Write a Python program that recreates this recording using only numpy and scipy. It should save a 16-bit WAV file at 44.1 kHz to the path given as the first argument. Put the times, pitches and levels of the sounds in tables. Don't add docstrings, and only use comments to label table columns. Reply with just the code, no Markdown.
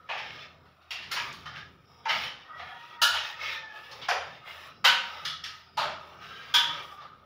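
import sys
import numpy as np
from scipy import signal
from scipy.fft import rfft, irfft, next_fast_len
from scipy.io import wavfile
from scipy.ndimage import uniform_filter1d, map_coordinates

SR = 44100
rng = np.random.default_rng(int(sys.argv[2]) if len(sys.argv) > 2 else 0)


def materialize(psi):
    bounded = np.clip(np.atleast_2d(psi).T, -1, 1)
    quanta = np.round(bounded * 32767).astype(np.int16)
    wavfile.write(sys.argv[1], SR, quanta)


def voltage_ratio(decibels):
    exponent = np.asarray(decibels, float) / 20
    return 10 ** exponent


N = 319989


def unit(x):
    return x / np.sqrt(np.mean(x ** 2) + 1e-20)


def along(points, hz):
    f, value = np.transpose(points)
    return np.interp(np.log(hz + 1), np.log(f + 1), value)


def curves(rows):
    s, *columns = np.transpose(rows)
    return [np.interp(np.arange(N) / SR, s, column) for column in columns]


def wobble(knots_per_s):
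    knots = rng.standard_normal(int(N * knots_per_s / SR) + 4)
    return map_coordinates(knots, [np.arange(N) * knots_per_s / SR])


def filtered(x, response):
    m = next_fast_len(len(x) + 8192)
    return irfft(rfft(x, m) * response(np.fft.rfftfreq(m, 1 / SR)), m)[:len(x)]


def colour(spectrum):
    return lambda hz: voltage_ratio(along(spectrum, hz))


def resonant(modes):
    def mode(f, centre, width, db):
        return voltage_ratio(db) * 1j * f * width / (centre * centre - f * f + 1j * f * width)
    return lambda f: sum((-1) ** k * mode(f, *row) for k, row in enumerate(modes))


def patchy(x, depth_db, count):
    z = signal.stft(x, nperseg=1024)[2]
    field = uniform_filter1d(rng.standard_normal(z.shape), size=2, axis=0)
    field = uniform_filter1d(field, size=count, axis=1)
    return signal.istft(z * voltage_ratio(depth_db * unit(field)), nperseg=1024)[1][:len(x)]


def gritty(grain_db, flutter_db):
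    slips = rng.standard_normal(N) * voltage_ratio(grain_db * wobble(900))
    return patchy(slips * voltage_ratio(flutter_db * wobble(35)), depth_db=3.6, count=16)


def fuzzy(phase, hz_wide):
    return wobble(hz_wide) * np.sin(phase) + wobble(hz_wide) * np.cos(phase)


GRIP_DB_PER_S, LET_GO_DB_PER_S = 295, 154


def efforts(starts, lengths, levels_db, rest_db, rise=GRIP_DB_PER_S, fall=LET_GO_DB_PER_S):
    t = np.arange(0, N + 32, 32)[:, None] / SR
    early_s = np.clip(starts - t, 0, None)
    late_s = np.clip(t - starts - lengths, 0, None)
    db = levels_db - rise * early_s - fall * late_s
    gain = np.sqrt(voltage_ratio(2 * rest_db) + voltage_ratio(2 * db).sum(axis=1))
    return np.interp(np.arange(N) / SR, t[:, 0], gain)


# f/Hz, t60/s
ROOM_T60 = [(300, 0.72), (1000, 0.54), (3000, 0.52), (6000, 0.43), (14000, 0.27)]


def room_tail(build_s, direct_db):
    modes = patchy(rng.standard_normal(SR * 3 // 4), depth_db=2.8, count=30)
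    hz, t, z = signal.stft(modes, SR, nperseg=128)
    decay = voltage_ratio(-60 * t / along(ROOM_T60, hz)[:, None])
    tail = signal.istft(z * decay, SR, nperseg=128)[1]
    tail = tail * (1 - np.exp(-np.arange(len(tail)) / SR / build_s))
    tail[SR // 300] += voltage_ratio(direct_db)
    return tail


# f/Hz, level/dB per Hz
SNAP_COLOUR = [(4120, -16.5), (7000, 1.5), (7640, -11.5), (8230, -14), (9170, -1), (13500, -7),
               (14900, 2.5), (15900, -14), (16200, -56)]


def slaps(events, spectrum, modes, modes_db, ring_db, ring_hz_wide, build_s, direct_db):
    out = np.zeros(N + SR)
    head = slice(0, SR // 25)
    for s, db, ring_hz, bright_db, snap_db in events:
        wet = room_tail(build_s, direct_db)
        ring = resonant([(ring_hz, ring_hz_wide, ring_db)])

        def struck(hz):
            tilt_db = bright_db * np.log2((hz + 1) / 1500)
            ringing = 1 + ring(hz) + voltage_ratio(modes_db) * resonant(modes)(hz)
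            return voltage_ratio(along(spectrum, hz) + tilt_db) * ringing

        body = filtered(wet, struck)
        snap = filtered(wet, colour(SNAP_COLOUR))
        hit = body / body[head].std() + voltage_ratio(snap_db + 8.5) * snap / snap[head].std()
        out[round((s - .005) * SR):][:len(hit)] += voltage_ratio(db - 9.5) * hit
    return out[:N]


# f/Hz, width/Hz, level/dB
PIPE_MODES = [(1255, 100, 0), (1560, 200, -9)]
# t/s, peak level/dB, ring f/Hz, brightness/dB per octave, snap level/dB
FIRST_TUG_HITS = [
    (0.093, -24.5, 870, 0.5, -50),
    (0.108, -31.5, 2400, 2.5, -52),
    (0.146, -34.5, 900, -4.5, -57),
]
# f/Hz, level/dB per Hz
HOLLOW_COLOUR = [(150, -67), (380, -22), (600, -6.5), (900, -3), (1500, -4), (2400, -1.5), (3500, -7.5),
                 (4800, -21.5), (6950, -34), (7800, -50), (10100, -65), (17200, -120)]


def first_tug():
    return slaps(FIRST_TUG_HITS, HOLLOW_COLOUR, PIPE_MODES, modes_db=-20, ring_db=6,
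                 ring_hz_wide=250, build_s=0.0071, direct_db=-3)


# f/Hz, width/Hz, level/dB
BOX_MODES = [(950, 21, 10), (1283, 34, 0), (1527, 27, 4), (3040, 21, 4), (3420, 120, -1), (3400, 31, 6)]
# t/s, peak level/dB, ring f/Hz, brightness/dB per octave, snap level/dB
BOX_HITS = [
    (4.847, -15.5, 1050, 1, -38),
    (4.853, -8, 3040, -2, -30.5),
    (4.874, -18, 2710, 0, -32),
]
# f/Hz, level/dB per Hz
BOX_COLOUR = [(180, -69), (300, -70), (525, -11), (653, -25), (748, -2.5), (857, -17), (943, -0.5),
              (1050, -7.5), (1290, 1.5), (3130, -5), (4650, -3), (7800, -26.5), (10100, -73), (17200, -120)]
# t/s, peak level/dB, ring f/Hz, brightness/dB per octave, snap level/dB
RIM_HITS = [
    (6.544, -10, 3500, 1.5, -31),
    (6.55, -14.5, 3260, -1.5, -28),
]
# f/Hz, level/dB per Hz
RIM_COLOUR = [(240, -61), (400, -33), (754, -22.5), (950, -9.5), (1040, -21), (1220, 2), (1390, -14),
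              (1570, -3), (1710, -5.5), (2610, -14), (3190, -0.5), (4040, -13.5), (5440, -12), (7800, -41),
              (10100, -73), (17200, -120)]


def box_slaps():
    side = slaps(BOX_HITS, BOX_COLOUR, BOX_MODES, modes_db=1.5, ring_db=11.0,
                 ring_hz_wide=300, build_s=0.00076, direct_db=17.5)
    rim = slaps(RIM_HITS, RIM_COLOUR, BOX_MODES, modes_db=5.5, ring_db=0.5,
                ring_hz_wide=398, build_s=0.0019, direct_db=-10.0)
    return side + rim


# t/s, peak level/dB, ring f/Hz, brightness/dB per octave, snap level/dB
CRACK_HITS = [
    (3.021, -10.5, 1420, 1, -23),
    (3.144, -21.5, 1490, -3, -32),
]
# f/Hz, level/dB per Hz
EDGE_COLOUR = [(240, -61.5), (400, -54), (574, -19), (864, -12.5), (931, -3.5), (1000, -18.5), (1290, -3),
               (1800, -6.5), (1990, -25), (2450, -20), (2750, -7), (2920, -3), (3840, -8.5), (4570, -8),
               (7800, -35), (10100, -46), (17200, -120)]


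def edge_cracks():
    return slaps(CRACK_HITS, EDGE_COLOUR, PIPE_MODES, modes_db=-19, ring_db=2.0,
                 ring_hz_wide=100, build_s=0.0031, direct_db=2.0)


# t/s, peak level/dB, ring f/Hz, brightness/dB per octave, snap level/dB
THUD_HITS = [
    (1.165, -23.5, 950, 6.5, -52),
    (4.113, -23, 540, -3, -52),
]
# t/s, peak level/dB, ring f/Hz, brightness/dB per octave, snap level/dB
KNOCK_HITS = [
    (2.0575, -21, 892, 1.5, -55),
    (4.089, -15.5, 740, 5.5, -37.5),
]
# f/Hz, level/dB per Hz
DULL_COLOUR = [(150, -67), (250, -32), (380, -14.5), (552, -1), (1430, 5.5), (1650, 4), (2970, -3),
               (4320, -16), (4850, -10.5), (6950, -28.5), (7800, -50), (10100, -56), (17200, -120)]


def pipe_thuds():
    thuds = slaps(THUD_HITS, DULL_COLOUR, PIPE_MODES, modes_db=-13, ring_db=6,
                  ring_hz_wide=114, build_s=0.0048, direct_db=-1)
    knocks = slaps(KNOCK_HITS, DULL_COLOUR, PIPE_MODES, modes_db=-8, ring_db=13.5,
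                   ring_hz_wide=115, build_s=0.0043, direct_db=5)
    return thuds + knocks


# t/s, peak level/dB, ring f/Hz, brightness/dB per octave, snap level/dB
FLOP_HITS = [
    (5.775, -18.5, 890, 3, -36),
    (5.795, -23, 780, -1, -40),
    (5.822, -24.5, 1310, 0.5, -42),
]
# f/Hz, level/dB per Hz
SLACK_COLOUR = [(180, -67), (300, -31.5), (554, -12), (610, 2), (699, -10), (917, -4), (1340, -4.5),
                (1890, -10.5), (2920, -11), (4650, -15.5), (7800, -41.5), (10100, -67), (17200, -120)]


def loop_flops():
    return slaps(FLOP_HITS, SLACK_COLOUR, PIPE_MODES, modes_db=-25.0, ring_db=7,
                 ring_hz_wide=100, build_s=0.0065, direct_db=-4)


# t/s, peak level/dB, ring f/Hz, brightness/dB per octave, snap level/dB
TICK_HITS = [(0.1797, -31, 2440, -3.5, -42), (0.6582, -53, 1320, -4, -35), (0.8188, -53.5, 1270, -3, -34),
             (0.9107, -26.5, 2660, 0, -30.5), (1.0288, -36.5, 2000, 0, -38), (1.1182, -24, 1400, 2, -22.5),
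             (1.3289, -41, 1420, 5, -24), (2.5968, -34, 2040, -6, -48), (3.916, -39.5, 1790, 8.5, -30.5),
             (4.0193, -36, 3400, 2, -45), (4.03, -36, 3000, -4, -47), (4.461, -42.5, 2100, -9, -39.5),
             (4.475, -40, 2600, -8, -40), (5.254, -24, 3500, 5, -30), (5.257, -31.5, 1900, -4, -45),
             (5.4422, -28, 1860, 4, -32.5)]
# t/s, peak level/dB, ring f/Hz, brightness/dB per octave, snap level/dB
PING_HITS = [
    (1.4595, -31, 1260, -3, -42),
    (1.5594, -38.5, 1610, -5, -39),
    (2.0885, -23, 2950, -1, -43),
    (2.0965, -18.5, 2184, -3.5, -39),
    (2.2394, -29, 3035, -4.5, -32),
    (7.0134, -42, 1134, -4.5, -43),
]
# f/Hz, level/dB per Hz
BRIGHT_COLOUR = [(290, -74), (500, -12.5), (1020, -4.5), (1300, 0), (1610, -1.5), (1770, 2), (2530, -3),
                 (2770, 3), (3530, 0.5), (5460, -3), (7800, -37), (10100, -47), (17200, -120)]


def wall_ticks():
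    loose = slaps(TICK_HITS, BRIGHT_COLOUR, PIPE_MODES, modes_db=-24, ring_db=4.5,
                  ring_hz_wide=330, build_s=0.0022, direct_db=-1)
    taut = slaps(PING_HITS, BRIGHT_COLOUR, PIPE_MODES, modes_db=-19, ring_db=12.0,
                 ring_hz_wide=123, build_s=0.0034, direct_db=3.0)
    return loose + taut


# t/s, peak level/dB, f/Hz
FLICKS = [(1.5615, -31, 2900), (1.3285, -39, 6700), (1.2, -23, 3060), (4.1135, -18.5, 2250),
          (3.0435, -14.5, 3100), (6.6135, -27, 3200), (0.307, -31, 2600), (5.797, -24, 1300),
          (5.829, -26, 1350)]


def clicks():
    out, t = np.zeros(N), np.arange(SR // 200) / SR
    for s, db, hz in FLICKS:
        cycles = t * hz
        envelope = voltage_ratio(db + 10 - 8.4 * cycles) * cycles
        out[round(s * SR):][:len(t)] += envelope * np.sin(2 * np.pi * cycles)
    return out


def wire_blows():
    in_pipe = first_tug() + pipe_thuds()
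    on_wall = edge_cracks() + loop_flops() + wall_ticks()
    return in_pipe + box_slaps() + on_wall + clicks()


# start t/s, length/s, rasp level/dB, drag over rasp/dB, fizz over rasp/dB
TUGS = [(0.147, 0.29, -46, -11.5, -32), (.96, 0.044, -47.5, -10, -39), (1.135, .15, -43, -3, -22),
        (1.33, 0.11, -58.5, -4, -17.5), (1.568, 0.022, -44.5, -22, -33), (1.9, 0.1, -71.5, 8, -12),
        (2.138, 0.11, -37.5, -15, -23.5), (2.304, 0.13, -55.5, -2, -42), (2.473, 0.11, -65, 8.5, -22.5),
        (2.58, 0.37, -55, -1.5, -22), (3.162, 0.033, -33, -14.5, -40.5), (3.243, 0.07, -40.5, -8.5, -23.5),
        (3.432, .12, -36, -11.5, -26), (3.656, 0.054, -57.5, -1, -45), (3.754, 0.3, -51.5, -1.5, -19.5),
        (4.24, 0.12, -52, -8, -27), (4.485, 0.19, -48.5, -6, -17), (5.052, 0.21, -48.5, -3.5, -22),
        (5.459, 0.14, -59, -6, -17), (5.853, .06, -45.5, -2.5, -37), (6.016, 0.13, -56, 4, -22),
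        (6.227, 0.29, -48, -5, -24.5), (6.69, 0.11, -44.5, -1, -24.5), (6.83, 0.11, -54.5, 1.5, -14),
        (6.98, 0.077, -58, 1.5, -25)]
# rasp level/dB, drag level/dB, fizz level/dB
CREEP_DB = (-70, -64, -85)
# f/Hz, level/dB per Hz
RASP_COLOUR = [(880, -47), (1500, -9.5), (1820, -1.5), (2000, -7), (2190, -2), (2420, -3.5), (3730, -5.5),
               (4290, -14.5), (5370, -11), (8000, -46), (10400, -57), (17600, -120)]
DRAG_COLOUR = [(180, -42), (300, -22), (653, -10.5), (893, -9.5), (1060, -12), (1200, -5.5), (1560, -16),
               (2640, -120)]
FIZZ_COLOUR = [(4410, -36), (7500, -6), (8100, -22), (9580, -7.5), (13500, -13.5), (14800, -2), (15200, -2),
               (15900, -3), (16200, -43)]
# start t/s, length/s, level/dB
PIPE_TONES = [(0, 0.015, -54.5), (.22, 0.22, -55), (1.14, .1, -54), (1.448, 0.15, -52.5),
              (2.14, 0.024, -38.5), (2.515, 0.059, -47.5), (2.678, 0.06, -51), (2.927, .16, -49.5),
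              (3.397, 0.16, -44.5), (3.65, 0.42, -59), (4.44, 0.3, -54.5), (4.99, 0.34, -47),
              (5.4, 0.16, -54.5), (5.6, 0.18, -68), (5.924, 0.055, -49), (6.17, 0.36, -53.5),
              (6.68, 0.076, -42.5), (6.85, 0.29, -54)]
PIPE_REST_DB, FIZZ_STOPS_DB_PER_S = -69, 306


def scrape():
    s, length, rasp_db, drag_db, fizz_db = np.transpose(TUGS)
    rasp = filtered(gritty(grain_db=1.5, flutter_db=.8), colour(RASP_COLOUR))
    drag = filtered(gritty(grain_db=1.5, flutter_db=1.5), colour(DRAG_COLOUR))
    fizz = filtered(gritty(grain_db=1, flutter_db=.7), colour(FIZZ_COLOUR))
    breath = rng.standard_normal(N) * voltage_ratio(1.6 * wobble(30))
    pipe = filtered(breath, lambda hz: resonant(PIPE_MODES)(hz) ** 2)

    rasp_rest, drag_rest, fizz_rest = CREEP_DB
    out = efforts(s, length, rasp_db, rasp_rest) * unit(rasp)
    out += efforts(s, length, rasp_db + drag_db, drag_rest) * unit(drag)
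    out += efforts(s, length, rasp_db + fizz_db, fizz_rest, fall=FIZZ_STOPS_DB_PER_S) * unit(fizz)
    return out + efforts(*np.transpose(PIPE_TONES), PIPE_REST_DB) * unit(pipe)


# centre t/s, half length/s, f/Hz, width/Hz, level/dB
STICK_SLIPS = [(1.62, .06, 1660, 149, -53.5), (1.96, 0.11, 5300, 800, -66.5),
               (2.18, 0.047, 200, 90.3, -54.5), (2.625, 0.034, 725, 69.95, -42),
               (2.66, .05, 4100, 300, -64), (2.72, 0.053, 749, 100, -47.5), (2.72, 0.15, 1435, 60.2, -55.5),
               (2.71, 0.07, 1744, 79.7, -50), (4.05, .035, 2240, 150, -48), (4.5, 0.046, 2110, 200, -49),
               (4.49, .03, 3250, 200, -53.5), (2.7, .12, 3264, 300, -57), (2.92, 0.035, 3280, 200, -59),
               (1.13, 0.023, 1400, 150, -41), (1.13, 0.017, 4700, 300, -48), (1.58, .03, 1564, 150, -48),
               (3.47, 0.064, 2175, 120, -38.5), (3.52, 0.14, 534, 89.2, -56),
               (3.95, 0.076, 530, 79.7, -56.5), (4.79, 0.087, 5140, 900, -69.5),
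               (4.96, 0.14, 210, 89.5, -60), (1.55, 0.13, 140, 40.1, -59), (5.32, 0.095, 150, 49.9, -58),
               (5.72, 0.15, 4980, 690, -66.5), (6.7, 0.15, 300, 30, -61), (6.99, 0.09, 1198, 90, -48.5)]
# centre t/s, half length/s, f/Hz, width/Hz, level/dB
BEND_RUBS = [
    (6.3, 0.13, 1310, 128.5, -53.5),
    (6.35, 0.13, 1590, 109.7, -50),
    (6.49, .05, 1600, 80, -56),
]
BEND_RISES_HZ_PER_S = 450


def squeaks():
    t = np.arange(N) / SR
    out = np.zeros(N)
    for rows, glide in ((STICK_SLIPS, 0), (BEND_RUBS, BEND_RISES_HZ_PER_S)):
        for s, half_s, hz, hz_wide, db in rows:
            swell = np.exp(-((t - s) / half_s) ** 4)
            phase = 2 * np.pi * (hz * t + glide * (t - s) ** 2 / 2)
            out += voltage_ratio(db) * swell * fuzzy(phase, hz_wide)
    return out


# t/s, shaft f/Hz, level/dB
TOOL_RUN = [(2.48, 945, -57), (2.52, 957, -49), (2.66, 958, -58), (2.78, 940, -51), (2.92, 950, -53.5),
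            (3.05, 940, -48), (3.3, 890, -55), (3.42, 895, -47), (3.52, 905, -43), (3.6, 895, -43.5),
            (3.66, 875, -42.5), (3.7, 870, -47), (3.74, 860, -43), (3.82, 865, -53.5), (3.95, 868, -55),
            (4.02, 860, -68)]
# start t/s, length/s, level/dB
FIRST_ORDER = [
    (2.75, 0.47, 0.5),
    (3.626, 0.17, -11),
]
FIRST_WEAK_DB, STUTTER_DB = -9, 1.6


def tool():
    hz, level_db = curves(TOOL_RUN)
    phase = 2 * np.pi * np.cumsum(hz * (1 + .006 * wobble(22))) / SR
    on_s, off_s = TOOL_RUN[0][0], TOOL_RUN[-1][0]
    running, = curves([(on_s - .05, 0), (on_s, 1), (off_s, 1), (off_s + .05, 0)])
    first = 1.1 * np.sin(phase) + .5 * fuzzy(phase, hz_wide=50)
    second = .4 * np.sin(2 * phase) + .9 * fuzzy(2 * phase, hz_wide=130)
    share = efforts(*np.transpose(FIRST_ORDER), FIRST_WEAK_DB)
    return running * voltage_ratio(level_db + STUTTER_DB * wobble(30)) * (share * first + second)


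# start t/s, length/s, level/dB
RUMBLE_SWELLS = [(0, 0.68, -65), (1, 0.6, -58.5), (2.152, 0.11, -57), (2.55, 2, -68), (4.03, 0.3, -61.5),
                 (4.5, 0.16, -73), (4.828, 0.064, -58), (5.22, 0.3, -60.5), (5.814, 0.14, -56.5),
                 (6.0, 0.48, -63.5), (6.518, 0.34, -56)]
# f/Hz, level/dB per Hz
RUMBLE_COLOUR = [(15, -44), (25, -37.5), (49, -7), (70, -12.5), (125, -1), (152, -2), (243, -10), (274, -9),
                 (298, -15), (404, -10), (450, -15.5), (580, -15), (990, -120)]
# start t/s, length/s, level/dB
HUM_SWELLS = [(.05, 0.11, -62), (.52, 0.091, -63.5), (1.0, 0.088, -63), (1.35, 0.35, -58.5),
              (1.84, 0.11, -69), (2.14, .1, -57.5), (2.57, .06, -64.5), (3.15, 0.43, -59.5),
              (4.2, 0.061, -63), (4.52, 0.059, -61), (5.2, 0.13, -58.5), (5.8, .14, -62), (6.2, .12, -68.5),
              (6.5, 0.057, -63)]
# f/Hz, width/Hz
HUM_MODE = (82, 7.6)
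SWELL_DB_PER_S, FADE_DB_PER_S = 126, 74
RUMBLE_REST_DB, HUM_REST_DB, HUM_SWING_DB = -66, -72.5, 3


def rumble():
    hum_hz, hum_hz_wide = HUM_MODE
    phase = 2 * np.pi * hum_hz * np.arange(N) / SR
    hum_gain = efforts(*np.transpose(HUM_SWELLS), HUM_REST_DB, SWELL_DB_PER_S, SWELL_DB_PER_S)
    hum_gain = hum_gain * voltage_ratio(HUM_SWING_DB * wobble(9))
    hum = hum_gain * (1.04 * np.sin(phase) + 0.57 * fuzzy(phase, hum_hz_wide))

    level = efforts(*np.transpose(RUMBLE_SWELLS), RUMBLE_REST_DB, SWELL_DB_PER_S, FADE_DB_PER_S)
    noise = filtered(rng.standard_normal(N), colour(RUMBLE_COLOUR))
    lumpy = unit(voltage_ratio(3.1 * wobble(6)) * noise)
    return hum + level * voltage_ratio(0.5) * lumpy


def scene():
    return (wire_blows() + scrape() + squeaks() + tool() + rumble())[None]


def band_limit(x):
    return signal.sosfilt(signal.butter(12, 16810, fs=SR, output="sos"), x)


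def record(dry):
    top_hz, bass_hz = 15680, 30
    band = lambda hz: (hz < top_hz) * hz ** 2 / (hz ** 2 + bass_hz ** 2)
    mix = filtered(dry[0], band)[None]
    return band_limit(mix)


dry = scene()
out = record(dry)
materialize(out)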